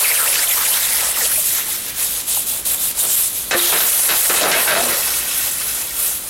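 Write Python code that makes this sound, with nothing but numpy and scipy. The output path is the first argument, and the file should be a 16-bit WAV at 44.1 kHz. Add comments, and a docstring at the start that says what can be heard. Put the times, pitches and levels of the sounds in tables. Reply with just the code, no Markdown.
"""Hot steel bar stirred in a tub

A red-hot steel bar, held in tongs, is stirred in a tub of water in a yard, heard from close by.
Tiny steam bubbles hiss in surges, the water boils, and vapour pockets chirp as they swell and shrink.
Pushed deeper, the bar sheds its steam jacket in rough bursts and gurgles that ring the tub.
Noise and clicks drive filters and gliding resonances; a fast limiter holds down the loud moments."""
import sys
import numpy as np
from scipy import signal
from scipy.fft import rfft, irfft
from scipy.io import wavfile
from scipy.ndimage import uniform_filter1d

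SR = 44100
rng = np.random.default_rng(int(sys.argv[2]) if len(sys.argv) > 2 else 0)


def master_out(mix):
    """Clip the mix to full scale and print it as 16-bit PCM to the path in sys.argv[1]."""
    frames = np.transpose(np.atleast_2d(mix))
    ceiling = np.clip(frames, -1, 1)
    pcm = np.round(ceiling * 32767).astype(np.int16)
    wavfile.write(sys.argv[1], SR, pcm)


N = 277389
TIME = np.arange(N) / SR
FRAME, HOP = 256, 64  # spectrogram frame and step [samples]


def gain_of(db):
    """Decibels to amplitude."""
    return 10 ** (np.asarray(db) / 20)


def evened(x):
    """Scales to rms 1."""
    return x / np.sqrt(np.mean(x ** 2) + 1e-20)


def read(points, hz):
    """Reads a spectrum on a log-frequency axis."""
    f, value = np.transpose(points)
    return np.interp(np.log(hz + 1), np.log(f + 1), value)


def add(mix, s, sound):
    """Mixes a sound in at s seconds."""
    part = mix[round(s * SR):][:len(sound)]
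    part += sound[:len(part)]


def colour(x, points, size=4096):
    """Causal minimum-phase filter with the given spectrum: clicks keep their sharp fronts."""
    log_gain = np.log(gain_of(read(points, abs(np.fft.fftfreq(size, 1 / SR)))))
    taps = np.fft.ifft(np.exp(np.conj(signal.hilbert(log_gain)))).real
    return signal.oaconvolve(x, taps[:size // 2])[:len(x)]


def resonate(x, hz, width_hz):
    """One-pole resonance of gain 1 whose pitch can follow a curve."""
    turn = np.exp(2j * np.pi * np.cumsum(hz * np.ones(len(x))) / SR)
    r = np.exp(-np.pi * width_hz / SR)
    return 2 * (turn * signal.lfilter([1 - r], [1, -r], x / turn)).real


def sing(drive, hz, width_hz, steady):
    """A noisy resonance that partly sustains itself, so that its loudness evens out."""
    ring = resonate(resonate(drive, hz, width_hz), hz, width_hz)
    envelope = abs(signal.hilbert(ring)) + 1e-9
    return evened(ring / envelope ** steady)


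def waver(rate_hz):
    """Slow random curve of rms 1, rolled off above the given rate."""
    hz = np.fft.rfftfreq(N, 1 / SR)
    return evened(irfft(rfft(rng.standard_normal(N)) / (1 + (hz / rate_hz) ** 2), N))


def spurts(per_s, dying_s):
    """Random curve that jumps up at chance moments and sinks back; rms 1 before its peaks are capped."""
    kicks = rng.exponential(1, N) * (rng.random(N) < per_s / SR)
    level = signal.lfilter([1], [1, -np.exp(-1 / (dying_s * SR))], kicks)
    return np.minimum(evened(level - level.mean()), 3)


def crackle(per_s, spread_db, share):
    """Collapsing bubbles: clicks of uneven size (share of the power) over a blur of countless small ones."""
    size = gain_of(spread_db * np.minimum(rng.exponential(1, N), 4))
    clicks = size * rng.choice([-1, 1], N) * (rng.random(N) < per_s / SR)
    return np.sqrt(share) * evened(clicks) + np.sqrt(1 - share) * rng.standard_normal(N)


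def to_frames(x):
    """Sound to bin frequencies, frame times and spectrogram."""
    return signal.stft(x, SR, nperseg=FRAME, noverlap=FRAME - HOP)


def from_frames(z):
    """Spectrogram back to sound."""
    return signal.istft(z, SR, nperseg=FRAME, noverlap=FRAME - HOP)[1][:N]


def patches(shape, rate_hz, width_hz):
    """Random patches over frequency and time, rms 1."""
    across = np.fft.fftfreq(shape[0], SR / FRAME)[:, None] * width_hz
    along = np.fft.fftfreq(shape[1], HOP / SR) / rate_hz
    smooth = (1 + across ** 2) * (1 + along ** 2)
    return evened(np.fft.ifft2(np.fft.fft2(rng.standard_normal(shape)) / smooth).real)


# surges of steam as the stirred bar meets fresh water: (time [s], length [s], hiss level [dB], edge [s])
SURGES = [ (-0.05, 0.18, -15, 0.0024), (0.143, 0.32, -16.5, 0.0064), (0.477, 0.64, -17, 0.0043),
          (1.169, 0.11, -15.5, 0.014), (1.31, 0.15, -17.5, 0.0037), (1.458, 0.14, -16.5, 0.006),
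          (1.681, 0.082, -18.5, 0.015), (1.848, 0.046, -25.5, 0.0055), (1.986, 0.084, -17.5, 0.0099),
          (2.104, 0.11, -21.5, .004), (2.28, .125, -16.5, .005), (2.47, .11, -18.5, 0.0043),
          (2.652, 0.099, -18, .0008), (2.805, 0.094, -18, 0.012), (2.984, 0.075, -15.5, 0.0082),
          (3.098, 0.16, -14.5, 0.0068), (3.351, .05, -20, 0.014), (3.573, 0.79, -12, 0.014),
          (4.42, 0.77, -19, 0.015), (5.283, .18, -17.5, 0.041), (5.647, 0.17, -20.5, 0.035),
          (5.981, 0.14, -18.5, 0.018), (6.28, 0.11, -26, 0.013)]
SIMMER_DB = -29.5  # hiss between surges
LINGER_S = 0.0081  # added to the falling edge


def steam_level_db():
    """Level of the hiss: each surge rises, holds and dies away over a faint simmer."""
    t = TIME[::16]
    power = gain_of(SIMMER_DB) ** 2
    for s, length_s, db, edge_s in SURGES:
        rise = .5 + .5 * np.tanh((t - s) / edge_s / 2)
        fall = .5 + .5 * np.tanh((s + length_s - t) / (edge_s + LINGER_S) / 2)
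        power = power + gain_of(db) ** 2 * rise * fall
    return np.interp(TIME, t, 10 * np.log10(power))


# relative spectrum of the hiss: (frequency [Hz], density [dB per Hz])
HISS = [(500, -31), (1700, -31), (2500, -12.5), (3500, -12), (4300, -11.5), (5500, -10.5), (6500, -7.5),
        (7800, -2.5), (9300, -1), (11000, 2.5), (12500, 0), (14000, -3), (16000, -10.5)]
BUBBLE_DRIFT_HZ = 9  # how fast the bubble size drifts


def hiss(level_db, drift=0.022, patchy_db=1.76, flutter_db=1.0):
    """Tiny bubbles collapse on the steel; their size, and so the hiss's pitch, drifts as it is stirred."""
    hz, t, z = to_frames(crackle(per_s=5000, spread_db=1.5, share=0.16))
    shift = np.exp(drift * np.interp(t, TIME, waver(rate_hz=BUBBLE_DRIFT_HZ)))
    spectrum_db = read(HISS, hz[:, None] / shift)
    fizz = from_frames(z * gain_of(spectrum_db + patchy_db * patches(z.shape, rate_hz=9.9, width_hz=3600)))
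    return evened(fizz) * gain_of(level_db + flutter_db * waver(rate_hz=140))


# modes of the tub of water: (frequency [Hz], width [Hz], relative level [dB])
TUB = [(240.4, 16, 3.5), (348.4, 4.9, 12), (389, 8.7, 4.5), (442, 25, 0), (516, 38, -9), (722, 7.5, -7),
       (1316, 14, 5), (1550, 13, -1.5), (1746, 21, 0), (2570, 58, 3), (3850, 110, 1)]


def tub(x, ring_db):
    """The tub and its water ring along with whatever shakes them."""
    ring = sum(gain_of(db) * resonate(x, hz, width_hz) for hz, width_hz, db in TUB)
    return x + gain_of(ring_db) * ring


# relative spectra of the small and of the large boiling bubbles: (frequency [Hz], density [dB per Hz])
SMALL = [(500, -46.5), (1000, -8.5), (1400, 0), (1800, 0), (3000, 0.5), (4300, -2), (5500, 1), (8000, -6),
         (15000, -48)]
LARGE = [(150, -19), (350, -16), (450, -4.5), (560, -0.5), (750, -2), (1050, -2), (1500, -6.5), (3000, -13),
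         (15000, -84)]
# boiling before surges are added; eases as the steel cools, revives when it is pushed deeper:
# (time [s], small-bubble level [dB], large-bubble level [dB])
BOILING = [(0, -23.5, -31.5), (.2, -28, -34), (.75, -28, -35), (.88, -29.5, -40.5), (1.05, -29, -31),
           (1.25, -25.5, -39.5), (1.5, -37.5, -47), (1.6, -27, -37), (1.72, -36, -42), (1.9, -28.5, -39.5),
           (2.3, -38, -41.5), (2.55, -44, -40), (2.63, -50, -46), (2.72, -36, -36.5), (3.1, -37, -40.5),
           (3.24, -37, -43), (3.33, -54, -43), (3.5, -37, -37.5), (3.6, -30.5, -33), (4.3, -30, -34),
           (4.55, -26, -25.5), (4.95, -25.5, -32), (5.301, -27, -38), (6.05, -31.5, -39), (6.29, -45, -42)]


def boil(level_db, spectrum, patchy_db, sputter_db):
    """Bubbles sputter in clusters of like size and ring the tub a little."""
    _, _, z = to_frames(crackle(per_s=1400, spread_db=3.5, share=0.28))
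    pops = from_frames(z * gain_of(patchy_db * patches(z.shape, rate_hz=25, width_hz=900)))
    pops = pops * gain_of(sputter_db * spurts(per_s=54, dying_s=0.012))
    return evened(tub(colour(pops, spectrum), ring_db=-12)) * gain_of(level_db)


def boiling(surge_db, small_follows=0.82, large_follows=0.75):
    """Small and large bubbles boil apart; both swell with each surge of steam."""
    s, small_db, large_db = np.transpose(BOILING)
    small_db = np.interp(TIME, s, small_db) + small_follows * surge_db
    large_db = np.interp(TIME, s, large_db) + large_follows * surge_db
    small = boil(small_db, SMALL, patchy_db=3.0, sputter_db=1.5)
    large = boil(large_db, LARGE, patchy_db=2.0, sputter_db=1.0)
    return small, large


# two broad modes of the steam sleeve round the bar: (frequency [Hz], width [Hz])
SLEEVE = [(1930, 830), (3600, 1330)]
# its ringing before surges are added: (time [s], lower mode level [dB], upper mode level [dB])
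SLEEVE_RING = [(0, -46, -40), (.75, -34, -33.5), (.9, -33, -34), (1.25, -40, -39), (1.45, -45, -40),
               (1.58, -34, -33.5), (1.901, -38, -35.5), (2.3, -61, -35), (2.63, -60, -36),
               (2.78, -53, -32.5), (3.3, -63, -37), (3.65, -53.5, -28.5), (3.9, -40, -36.5),
               (6.29, -49, -40)]


def sleeve(surge_db, follows=0.75, flutter_db=2.0):
    """The sleeve of steam round the bar colours the sizzle and flutters as it forms and tears."""
    s, *levels_db = np.transpose(SLEEVE_RING)
    pops = crackle(per_s=2500, spread_db=2.5, share=0.35) * gain_of(flutter_db * waver(rate_hz=58))
    ring = np.zeros(N)
    for (hz, width_hz), db in zip(SLEEVE, levels_db):
        mode = evened(resonate(resonate(pops, hz, width_hz), hz, width_hz))
        ring += gain_of(np.interp(TIME, s, db)) * mode
    return ring * gain_of(follows * surge_db)


# relative spectrum of the outdoor rumble: (frequency [Hz], density [dB per Hz])
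YARD = [(20, -13), (35, -5), (52, 5), (75, -9.5), (105, -4), (160, -6.5), (300, -6), (550, -9), (900, -11),
        (2000, -10.5), (6000, -9.5), (16000, -13.5)]
# level at which the rumble is heard, lowest at the start: (time [s], level [dB])
YARD_LEVEL = [(0, -39.5), (1.2, -32), (2.6, -33), (3.6, -32.5), (5.3, -31.5), (6.29, -33.5)]


def yard(hum_db=-55):
    """Low outdoor rumble with a faint wavering hum: filtered noise and a narrow noise resonance."""
    rumble = evened(colour(rng.standard_normal(N), YARD))
    hum = evened(resonate(rng.standard_normal(N), 55.0, width_hz=21))
    return gain_of(np.interp(TIME, *np.transpose(YARD_LEVEL))) * rumble + gain_of(hum_db) * hum


# vapour pockets: (time [s], swelling [s], shrinking [s], opening pitch [Hz], lowest pitch [Hz],
# closing pitch [Hz], level [dB], froth [0-1])
POCKETS = [ (.036, .05, .03, 2900, 2130, 2650, -25, .15), (.04, .014, .01, 2900, 2410, 2450, -24, .6),
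           (.068, .022, .014, 5000, 4830, 4900, -25.5, .05), (.113, .005, .006, 2400, 2120, 3320, -16, 0),
           (0.16, 0.061, 0.064, 4700, 1320, 3000, -26, .7),
           (.275, .005, 0.0095, 2780, 2720, 3100, -24, 0.2), (.25, 0.014, 0.048, 560, 524, 680, -36, 0.1),
           (.32, 0.028, 0.035, 2730, 2500, 3120, -25.5, 1), (.343, .04, .057, 3040, 1640, 2400, -28, 0.6),
           (.358, .011, .045, 4900, 4600, 5200, -25.5, .2), (.472, .003, .004, 3300, 3250, 3600, -22.5, 0),
           (.491, 0.049, .006, 3580, 2020, 2050, -25.5, .25), (.51, .008, .007, 3700, 3300, 3400, -23, .1),
           (0.537, .006, .002, 6600, 5200, 5200, -24, .2),
           (.548, .025, 0.077, 1500, 1130, 1500, -30.5, 0.84),
           (.648, 0.016, .004, 3680, 2250, 2300, -25.5, 0.6),
           (.425, 0.0096, .007, 2350, 2200, 2250, -28, .1), (.714, .016, .018, 3180, 2900, 3600, -24.5, .5),
           (.831, .015, .012, 4200, 3600, 3900, -26, 0.3), (1.02, .007, .006, 1000, 800, 850, -31, .3),
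           (1.142, .02, 0.0034, 3600, 2320, 2320, -28.5, 0.8),
           (1.163, 0.049, 0.007, 1800, 830, 850, -32, 0.44),
           (1.205, .009, .012, 2100, 1900, 2050, -27, 0.2), (1.215, .017, 0.038, 750, 485, 770, -33, .2),
           (1.355, .018, .003, 3400, 2360, 2350, -32, .4), (1.376, 0.012, .011, 806, 623, 660, -31.5, 0.15),
           (1.683, .008, .007, 880, 745, 760, -36.5, .2), (2.368, 0.0043, 0.0073, 950, 880, 1010, -30, 0),
           (3.699, .005, 0.008, 3550, 3300, 3500, -21, 0.05)]
GLIDE_STEEPNESS = 2.8  # pitch moves fastest while the pocket is small


def pockets(overtone=2.15, overtone_db=-5, upper=2.73, upper_db=-6):
    """A pocket's ring falls as it swells, rises as it shrinks; frothy ones squawk raggedly, others ring clear."""
    out = np.zeros(N)
    drive_noise, foam = rng.standard_normal((2, N))
    tremble, breaks = waver(rate_hz=170), waver(rate_hz=110)
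    for s, swelling_s, shrinking_s, open_hz, low_hz, close_hz, db, frothy in POCKETS:
        t = np.arange(-swelling_s, shrinking_s, 1 / SR)
        now = slice(round(s * SR), round(s * SR) + len(t))
        smallness = abs(t / np.where(t < 0, swelling_s, shrinking_s)) ** GLIDE_STEEPNESS
        end_hz = np.where(t < 0, open_hz, close_hz)
        hz = low_hz * (end_hz / low_hz) ** smallness
        hz = hz * np.exp((.015 + .09 * frothy) * tremble[now])
        drive, width_hz = drive_noise[now], (.1 + .25 * frothy) * low_hz
        note = sing(drive, hz, width_hz, steady=1 - .5 * frothy)
        extras = .8 * sing(foam[now], 1.25 * hz, low_hz, steady=0)
        for ratio, ratio_db in ((overtone, overtone_db), (upper, upper_db)):
            partial_hz = np.minimum(ratio * hz, SR / 3)
            extras += gain_of(ratio_db) * sing(drive, partial_hz, overtone * width_hz, steady=.1)
        ragged = evened(gain_of((1.5 + 3 * frothy) * breaks[now])) * signal.windows.tukey(len(t), .2)
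        add(out, s, gain_of(db) * (note + frothy * extras) * ragged)
    return out


def shelter(hush_db_per_s=40):
    """Gain of the small boiling: a pocket keeps water off the steel, the more so the longer it lives."""
    db = np.zeros(N)
    for s, swelling_s, shrinking_s, *_ in POCKETS:
        life_s = swelling_s + shrinking_s
        add(db, s, -hush_db_per_s * life_s * signal.windows.hann(round(life_s * SR)))
    return gain_of(db)


# the steam jacket closes over the steel, mostly choking the sound: (time [s], half width [s], gain [dB])
CHOKES = [(.128, 0.0095, 0), (.478, .011, -1.5), (1.645, 0.012, 0.5), (1.937, 0.014, -4),
          (2.25, 0.025, -2.5), (2.632, 0.02, -5), (2.94, .018, -7), (3.465, 0.022, -1)]


def choke():
    """Gain of hiss, boiling and sleeve: mostly brief dips as the steam jacket closes."""
    return gain_of(sum(db * np.exp(-((TIME - s) / half_width_s) ** 2) for s, half_width_s, db in CHOKES))


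# relative spectrum of the rattle: (frequency [Hz], density [dB per Hz])
BURST = [(60, -43), (150, -3.5), (250, -5.5), (420, 0), (680, 4), (850, -1), (1200, 0.5), (1600, 2.5),
         (2300, 1), (4000, 7), (7000, 5.5), (15000, -16)]
# steam bursts: (time [s], level [dB], length [s], cavity pitch [Hz], crack level against cavity [dB])
BURSTS = [ (2.656, -31.5, 0.0089, 3900, -15), (3.037, -31, 0.015, 744, -2), (3.5102, -13, 0.032, 1490, 5),
          (3.59, -20.5, .004, 2830, -1), (3.7225, -17, 0.036, 1490, 0), (3.804, -28.5, .012, 1700, 13),
          (3.833, -27, 0.017, 1910, -2), (4.09, -15, 0.034, 1780, -3.5), (4.2954, -13, 0.0075, 1500, -1),
          (4.363, -25.5, 0.096, 1900, -1), (4.411, -23, 0.017, 596, 7), (4.431, -21.5, 0.072, 990, 1),
          (4.515, -18, 0.066, 1800, 6), (4.676, -19.5, .04, 1590, -13), (4.708, -17.5, .022, 1600, -10),
          (4.751, -19, 0.027, 1310, -2), (4.83, -30, 0.057, 575, 2), (4.884, -26.5, 0.04, 1210, -6)]
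BURST_DYING_S, BURST_SAG_OCTAVES = 0.029, 0.4  # decay after length; pitch sinks as the cavity swells


def bursts(rough_db=0.5, damping=1.5, crack_s=0.022, rise_s=0.00029):
    """The steam jacket breaks with a broad crack, then rattles in a swelling cavity whose pitch sinks."""
    out, t = np.zeros(N), np.arange(SR // 3) / SR
    clicks = crackle(per_s=1700, spread_db=0, share=0.54)
    rattle = colour(clicks * gain_of(rough_db * waver(rate_hz=260)), BURST)
    for s, db, length_s, cavity_hz, crack_db in BURSTS:
        raw = evened(rattle[round(s * SR):][:len(t)])
        hz = cavity_hz * 2 ** (BURST_SAG_OCTAVES * (.5 - np.minimum(t / length_s, 1)))
        width_hz = damping * cavity_hz
        cavity = evened(resonate(resonate(raw, hz, width_hz), hz, width_hz))
        cavity = cavity * np.exp(-np.maximum(t - length_s, 0) / BURST_DYING_S)
        crack = gain_of(crack_db) * raw * np.exp(-t / crack_s)
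        add(out, s, gain_of(db) * (cavity + crack) * (1 - np.exp(-t / rise_s)))
    return out


def pinch(depth=0.41, lead_s=0.0018, half_width_s=0.0014):
    """Gain of bursts and gurgles: they choke for an instant just before each new burst breaks out."""
    dips = [np.exp(-((TIME - s + lead_s) / half_width_s) ** 2) for s, *_ in BURSTS]
    return np.prod([1 - depth * dip for dip in dips], axis=0)


# echoes inside the tub: (delay [s], level [dB])
ECHOES = [(.0015, -14.5), (.00268, -9)]
# the bar goes under the rim: (start [s], end [s])
SINKING_S = 3.5, 5.0


def rim_echo(x):
    """As the bar goes deep, the tub's wall and floor throw the sound back, which hollows it."""
    echoes = sum(gain_of(db) * np.interp(TIME - delay_s, TIME, x) for delay_s, db in ECHOES)
    return x + np.interp(TIME, SINKING_S, [0, 1]) * echoes


# deep cavities at a nearly steady pitch: (time [s], length [s], pitch [Hz], level [dB])
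GURGLES = [ (3.523, 0.039, 1680, -16.5), (3.54, 0.021, 520, -17), (3.591, 0.013, 2000, -20),
           (3.592, 0.014, 3700, -14.5), (4.296, 0.025, 560, -21), (4.408, 0.014, 560, -23),
           (4.44, 0.022, 593, -31), (4.481, 0.038, 607, -24.5), (4.527, .042, 1590, -19.5),
           (4.524, .055, 2170, -22), (4.591, 0.015, 2420, -28), (4.543, 0.053, 655, -24),
           (4.589, 0.055, 1860, -28.5), (4.662, 0.084, 1560, -21), (4.707, 0.042, 592, -19.5),
           (4.755, 0.069, 684, -20.5), (4.79, 0.16, 250, -41.5), (4.83, 0.18, 560, -35.5)]
GURGLE_RISE_OCTAVES = 0.059  # the cavity shrinks a little while it rings


def gurgles(damping=0.13, rough_db=2.5):
    """Deep under the water a large cavity throbs at its own pitch."""
    out = np.zeros(N)
    drive, throb = rng.standard_normal(N), gain_of(rough_db * waver(rate_hz=210))
    for s, length_s, pitch_hz, db in GURGLES:
        t = np.arange(0, length_s, 1 / SR)
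        now = slice(round(s * SR), round(s * SR) + len(t))
        hz = pitch_hz * 2 ** (GURGLE_RISE_OCTAVES * (t / length_s - .5))
        ring = sing(drive[now], hz, damping * pitch_hz, steady=.7)
        add(out, s, gain_of(db) * evened(ring * throb[now]) * signal.windows.tukey(len(t), .35))
    return out


# a large cavity collapses and thumps the tub: (time [s], level [dB])
THUMPS = [(3.549, -24)]


def thumps(soft_hz=420):
    """A soft blow through the water leaves the tub's modes ringing, the high ones weakened."""
    out, t = np.zeros(N), np.arange(SR // 3) / SR
    ring = np.zeros(len(t))
    for hz, width_hz, db in TUB:
        strength = gain_of(db) / (1 + (hz / soft_hz) ** 2)
        ring += strength * np.exp(-np.pi * width_hz * t) * np.sin(2 * np.pi * hz * t)
    for s, db in THUMPS:
        add(out, s, gain_of(db) * ring)
    return out


# stereo width of the water and of the tub walls: (frequency [Hz], side against mid [dB])
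WATER_WIDTH = [(50, -27), (140, -18), (300, -14), (700, -19), (1900, -23), (3400, -19.5), (5000, -18),
               (6500, -22.5), (9000, -20), (11000, -15), (15000, -14.5)]
WALL_WIDTH = [(50, -22), (140, -14), (350, -14), (700, -21), (2000, -22), (4000, -19), (8000, -20)]


def scatter(x, width, t60_s=0.053):
    """Reflections off the rim, the ground and the yard, which differ from left to right."""
    t = np.arange(SR // 4) / SR
    paths = rng.standard_normal(len(t)) * gain_of(-60 * t / t60_s)
    return colour(signal.oaconvolve(x, paths / np.linalg.norm(paths))[:N], width)


def scene():
    """The tub sounds from the middle; bursts shake its walls, which spread wider in the bass."""
    hiss_db = steam_level_db()
    surge_db = hiss_db - np.median(hiss_db)
    small, large = boiling(surge_db)
    sizzle = rim_echo(small * shelter() + sleeve(surge_db))
    water = (hiss(hiss_db) + sizzle + large) * choke() + pockets() + yard()
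    walls = tub((bursts() + gurgles()) * pinch(), ring_db=-3.5) + thumps()
    mid = water + walls
    side = scatter(water, WATER_WIDTH) + scatter(walls, WALL_WIDTH)
    return np.array([mid + side, mid - side])


EDGE_HZ = 15950  # band limit


def record(dry, threshold_db=-14.0, recovery_db_per_s=170):
    """A fast limiter ducks everything when loud, recovers steadily and rounds peaks; then a low-pass."""
    power_db = 10 * np.log10(abs(uniform_filter1d((dry ** 2).mean(0), size=130)) + 1e-12)
    fall_db = TIME * recovery_db_per_s
    held_db = np.maximum.accumulate(power_db + fall_db) - fall_db
    over_db = np.maximum(held_db - threshold_db, 0)
    ducked = dry / gain_of(uniform_filter1d(over_db, size=50))
    rounded = ducked / (1 + (ducked / .7) ** 4) ** (1 / 4)
    low_pass = signal.firwin(511, EDGE_HZ, window=("kaiser", 9), fs=SR)
    return signal.oaconvolve(rounded, low_pass[None], "same")


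dry = scene()
out = record(dry)
master_out(out)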